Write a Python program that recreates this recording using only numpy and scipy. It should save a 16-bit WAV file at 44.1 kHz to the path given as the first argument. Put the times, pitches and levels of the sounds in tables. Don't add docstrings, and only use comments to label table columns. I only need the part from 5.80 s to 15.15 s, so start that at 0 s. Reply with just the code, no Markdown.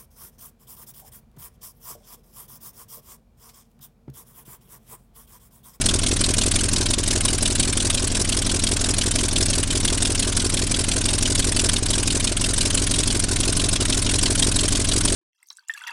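import sys
import numpy as np
from scipy import signal
from scipy.fft import rfft, irfft, next_fast_len
from scipy.io import wavfile
from scipy.ndimage import uniform_filter1d

SR = 44100
rng = np.random.default_rng(int(sys.argv[2]) if len(sys.argv) > 2 else 0)


def transcribe(signal):
    frames = np.atleast_2d(signal).T
    limited = np.clip(frames, -1, 1)
    pcm = np.round(limited * 32767).astype(np.int16)
    wavfile.write(sys.argv[1], SR, pcm)


def boost(x):
    u = np.asarray(x, float) / 20
    return 10 ** u


N = 412335


def evened(x):
    return x / np.sqrt(np.mean(x ** 2, axis=-1, keepdims=True) + 1e-20)


def read(points, hz):
    f, value = np.transpose(points)
    return np.interp(np.log(hz + 1), np.log(f + 1), value)


def ring(s, hz, width_hz):
    return 2 * np.pi * hz / ((s + np.pi * width_hz) ** 2 + (2 * np.pi * hz) ** 2)


def bass_cut(s):
    return (s / (s + 2 * np.pi * 16.6)) ** 2


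def struck(times, db, response):
    size, lead = next_fast_len(N + SR), SR // 2
    train = np.zeros(size)
    sample = np.round(times * SR).astype(int).ravel() + lead
    np.add.at(train, sample, (boost(db) * np.ones(times.shape)).ravel())
    s = 2j * np.pi * np.fft.rfftfreq(size, 1 / SR)
    return irfft(rfft(train) * response(s), size)[lead:lead + N] * SR


# [t/s, crank speed/rpm]
SPEED = [(0, 681.6), (.68, 690.6), (3.23, 694.4), (4.25, 692.2), (4.93, 697.2), (5.61, 711.6),
         (6.12, 702.4), (6.46, 710.4), (7.31, 735.0), (7.65, 723.6), (7.82, 747.1), (7.99, 717.4),
         (9.35, 738.9)]
START_CYCLE = .035


def firing_times(places):
    s = np.arange(-400, 9800) / 1000
    cycles = np.cumsum(np.interp(s, *np.transpose(SPEED))) / 120 / 1000
    cycles += START_CYCLE - np.interp(0, s, cycles)
    last = int(np.interp(N / SR, s, cycles))
    turns = np.arange(-1, last + 1)[:, None] + np.asarray(places)
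    return np.interp(turns, cycles, s)


# [t/s, level/dB]
EFFORT = [(0, 2.6), (1, 1.9), (2, 1), (3, 1.3), (4, 1.75), (5, 0.78), (5.6, 2.2), (6.4, 0.84), (7.4, 1.4),
          (8.4, 2.5), (9.35, 1.9)]


def effort(times):
    return np.interp(times, *np.transpose(EFFORT))


# [t/s, drop level/dB]
MISFIRES = [
    (1.152, -29),
    (3.853, -18),
    (3.87, -9),
    (6.005, -26),
    (6.535, -22),
    (7.462, -19),
    (7.975, -26),
]
# [t/s, fizz level/dB, jet body level/dB]
UNEVEN = [(.008, 4.5, 0.5), (.229, -7, -2), (.735, 5, 6), (1.1, 4, 0.5), (1.199, -2, -6), (1.794, 2, 2.5),
          (1.95, -4.9, -1), (2.095, 4.5, 3.5), (2.218, -2, -4), (2.313, -5.5, -4), (2.412, 3, 0),
          (3.524, -5.2, -5), (3.623, 3, 3.5), (3.68, 2, 3), (5.063, -3, -4), (5.572, 2, 3),
          (5.618, -7, -5.9), (5.665, 1, 2), (5.787, 3.3, 3), (5.855, 3, 4.5), (5.884, 2.5, 5),
          (6.489, -5, -4), (6.803, 4, 0.5), (7.199, 3, 3), (8.092, -5, 0.5), (8.258, -9, 1.5),
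          (8.474, -7, -3), (8.573, 6, 3), (8.617, 1.5, 3.5), (9.175, 4.5, 0.5)]
POP_PER_DROP, POP_PER_BODY = 0.38, 0.42


def oddness(times, reach_s=.012):
    missed = [(s, db, db, POP_PER_DROP * db) for s, db in MISFIRES]
    uneven = [(s, fizz_db, body_db, POP_PER_BODY * body_db) for s, fizz_db, body_db in UNEVEN]
    odd = np.array(missed + uneven)
    gap = abs(times[..., None] - odd[:, 0])
    return np.where(gap.min(-1)[..., None] < reach_s, odd[gap.argmin(-1), 1:], 0)


# [place in the cycle/0-1, slow push level/dB, manifold boom level/dB]
PUSHES = [(0.0165, -34.1, -4.8), (0.1121, -59.3, -2.1), (0.198, -38.7, 1.4), (0.2665, -35.4, 0.7),
          (0.3231, -32.3, 0.2), (0.4117, -74.0, -0.8), (0.4394, -34.8, -30.5), (0.5159, -34.7, -1.2),
          (0.5831, -36.2, -8.2), (0.6226, -32.8, -10.1), (0.7044, -45.4, -0.1), (0.7631, -36.4, 2.5),
          (0.9081, -36.6, 7.0), (0.9714, -74.0, -2.1)]
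PUSH_DB_PER_RPM, IDLE_RPM = 0.0161, 698


def pushes(uneven_db=.6, jitter_s=.00019):
    place, push_db, boom_db = np.transpose(PUSHES)
    at = firing_times(place)
    late, strength = rng.standard_normal((2, *at.shape))
    burn_db = uneven_db * strength + 0.38 * oddness(at - .005)[..., 2] + effort(at)
    at = at + jitter_s * late
    speed_db = PUSH_DB_PER_RPM * (np.interp(at, *np.transpose(SPEED)) - IDLE_RPM)
    push = struck(at, push_db + burn_db + speed_db, lambda s: bass_cut(s) / (1 + s * .0045) ** 3)
    boom = struck(at, boom_db + burn_db, lambda s: bass_cut(s) * ring(s, 85.9, 81.6))
    return push + boom


# [place in the cycle/0-1, long pipe ring level/dB, short pipe ring level/dB]
POPS = [(.0381, -5.9, -30), (.081, -2, -27), (.2031, -12.2, -30), (.2754, -7.3, -22), (.3445, 1.5, -24),
        (.393, -11, -21), (.4745, -3.2, -27), (.5206, -1.8, -22), (.6356, -.2, -30), (.7029, -13.4, -30),
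        (.7719, -7.5, -30), (.7939, -5.3, -6), (.9034, 3, -5.5)]


def pops(jitter_s=.00019):
    place, long_db, short_db = np.transpose(POPS)
    at = firing_times(place)
    late, strength = rng.standard_normal((2, *at.shape))
    odd_db = np.minimum(oddness(at - .002)[..., 2], 3)
    burn_db = 1.4 * np.clip(strength, -2, 1.3) + odd_db + effort(at)
    at = at + jitter_s * late
    long_pipe = struck(at, long_db + burn_db, lambda s: bass_cut(s) * ring(s, 295, 90) / (1 + s * .0006))
    short_pipe = struck(at, short_db + burn_db, lambda s: bass_cut(s) * ring(s, 360, 75) * 1.3)
    return long_pipe + short_pipe


KNOCK_AT = [.07, .338, .372, .506, .782, .812, .893, .925]
KNOCK_DB = [
    -11,
    -14.5,
    -19,
    -16,
    -19,
    -8,
    -21,
    -22,
]


def knocks():
    at = firing_times(KNOCK_AT)
    late, strength = rng.standard_normal((2, *at.shape))
    knock_db = KNOCK_DB + 2 * strength + oddness(at)[..., 2]
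    return struck(at + 0.00039 * late, knock_db,
                  lambda s: ring(s, 616, 89) * ring(s, 563, 340) * 1500 * s / 4000)


def pressure(level_db=-15.3):
    return -boost(level_db) * (boost(-0.94) * pushes() + boost(0.3) * pops() + knocks())


VALVES = [.081, .239, .34, .514, .633, .793, .897]
OPEN_MS = [13.6, 17.8, 13.5, 15.9, 13.8, 13.8, 16]
COLOUR_HZ = [650, 1500, 3200, 5500, 8500]
STACKS = [
    (-10.5, -3.5, 4, 0.5, 6.5),
    (-6.5, -16, -6.5, 4.5, -9),
    (-1, -3.5, 3.5, 6, 9),
    (-2.5, -9, 8.5, 6, 2),
    (-10, -4, -3.5, 2.5, 3.5),
    (-3, -5, 1.5, 5.5, 5),
    (-4.5, -8.5, -6, 5, 0.5),
]
# [f/Hz, level/dB per Hz]
JET = [(290, 3), (500, -6.5), (629, 1.5), (825, -12), (1040, -2), (1290, -8), (1520, 0), (1790, -7),
       (3610, -6), (6730, -9), (8360, -4), (10200, -7.5), (11100, -26.5), (12000, -26.5), (12700, -85),
       (16500, -70), (22000, -120)]
JET_DB = -20.5


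def stacks(lumpy_db=2.6, uneven_db=.7, flicker_db=1.3, size=2048):
    at = firing_times(VALVES)
    hz, t = np.fft.rfftfreq(size, 1 / SR), np.arange(size) / SR
    open_s = np.array(OPEN_MS)[:, None] / 1000
    colour_db = np.array([read(np.transpose([COLOUR_HZ, row]), hz) for row in STACKS])
    chance = np.clip(rng.standard_normal((*at.shape, 3)), -1.4, 1.4)
    odd = oddness(at)
    strength_db = JET_DB + effort(at) + uneven_db * chance[..., 0]

    re, im, lumps = rng.standard_normal((3, *at.shape, len(hz)))
    lumps = evened(uniform_filter1d(uniform_filter1d(lumps, size=9), size=9))
    lumps = boost(lumpy_db * np.clip(hz / 2500, 0, 1) * lumps)
    z = (re + 1j * im) * evened(lumps) * boost(read(JET, hz) + colour_db)
    z /= np.sqrt(np.mean(abs(z) ** 2) / size)

    lift = (1 - np.exp(-t / .0032)) ** 3
    shut = 1 / (1 + np.exp((t - open_s) / .0024))
    linger = (1 - np.exp(-t / .004)) * np.exp(-t / .016)
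    fizz_flow = lift * shut + boost(-11) * linger
    body_flow = (t / .0088) ** 3 * np.exp(3 - 3 * t / .0088)

    fizzy = 1 / (1 + (6000 / (hz + 1)) ** 8)
    fizz = irfft(z * fizzy, size) * fizz_flow * boost(odd[..., :1] + chance[..., 1:2])
    body = irfft(z * (1 - fizzy), size) * body_flow * boost(odd[..., 1:2])
    gusts = evened(uniform_filter1d(rng.standard_normal(fizz.shape), size=70))
    blast = (fizz + body) * boost(strength_db[..., None] + flicker_db * gusts)
    blast *= signal.windows.tukey(size, .1)

    start = np.round((at + .0004 * chance[..., 2]) * SR).astype(int) + SR
    out = np.zeros(N + 2 * SR)
    np.add.at(out, (start[..., None] + np.arange(size)).ravel(), blast.ravel())
    return out[SR:SR + N]


# [f/Hz, level/dB per Hz]
WASH = [(8.8, -30), (15, -74), (91, -20), (180, 5), (259, -2), (848, -4), (1490, -6), (1920, -8),
        (3680, -7.5), (6840, -6), (8330, -16), (10100, -28), (12700, -67), (16500, -85), (22000, -120)]


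def wash(level_db=-36, patchy_db=-1.5):
    frames, hz = N // 256 + 5, np.fft.rfftfreq(1024, 1 / SR)
    re, im, patches = rng.standard_normal((3, len(hz), frames))
    patches = uniform_filter1d(uniform_filter1d(patches, size=8, axis=0), size=8, axis=1)
    z = (re + 1j * im) * boost(read(WASH, hz)[:, None] + patchy_db * patches / patches.std())
    return boost(level_db) * evened(signal.istft(z, nperseg=1024, noverlap=768)[1][:N])


def scene():
    return (pressure() + stacks() + wash())[None]


def roll_off(x):
    return signal.sosfilt(signal.butter(12, 12870, fs=SR, output="sos"), x)


def record(dry):
    edge = signal.firwin(401, 12600, window=("kaiser", 9), fs=SR)
    mix = signal.oaconvolve(dry, edge[None], "same")
    return roll_off(mix)


dry = scene()
out = record(dry)
transcribe(out)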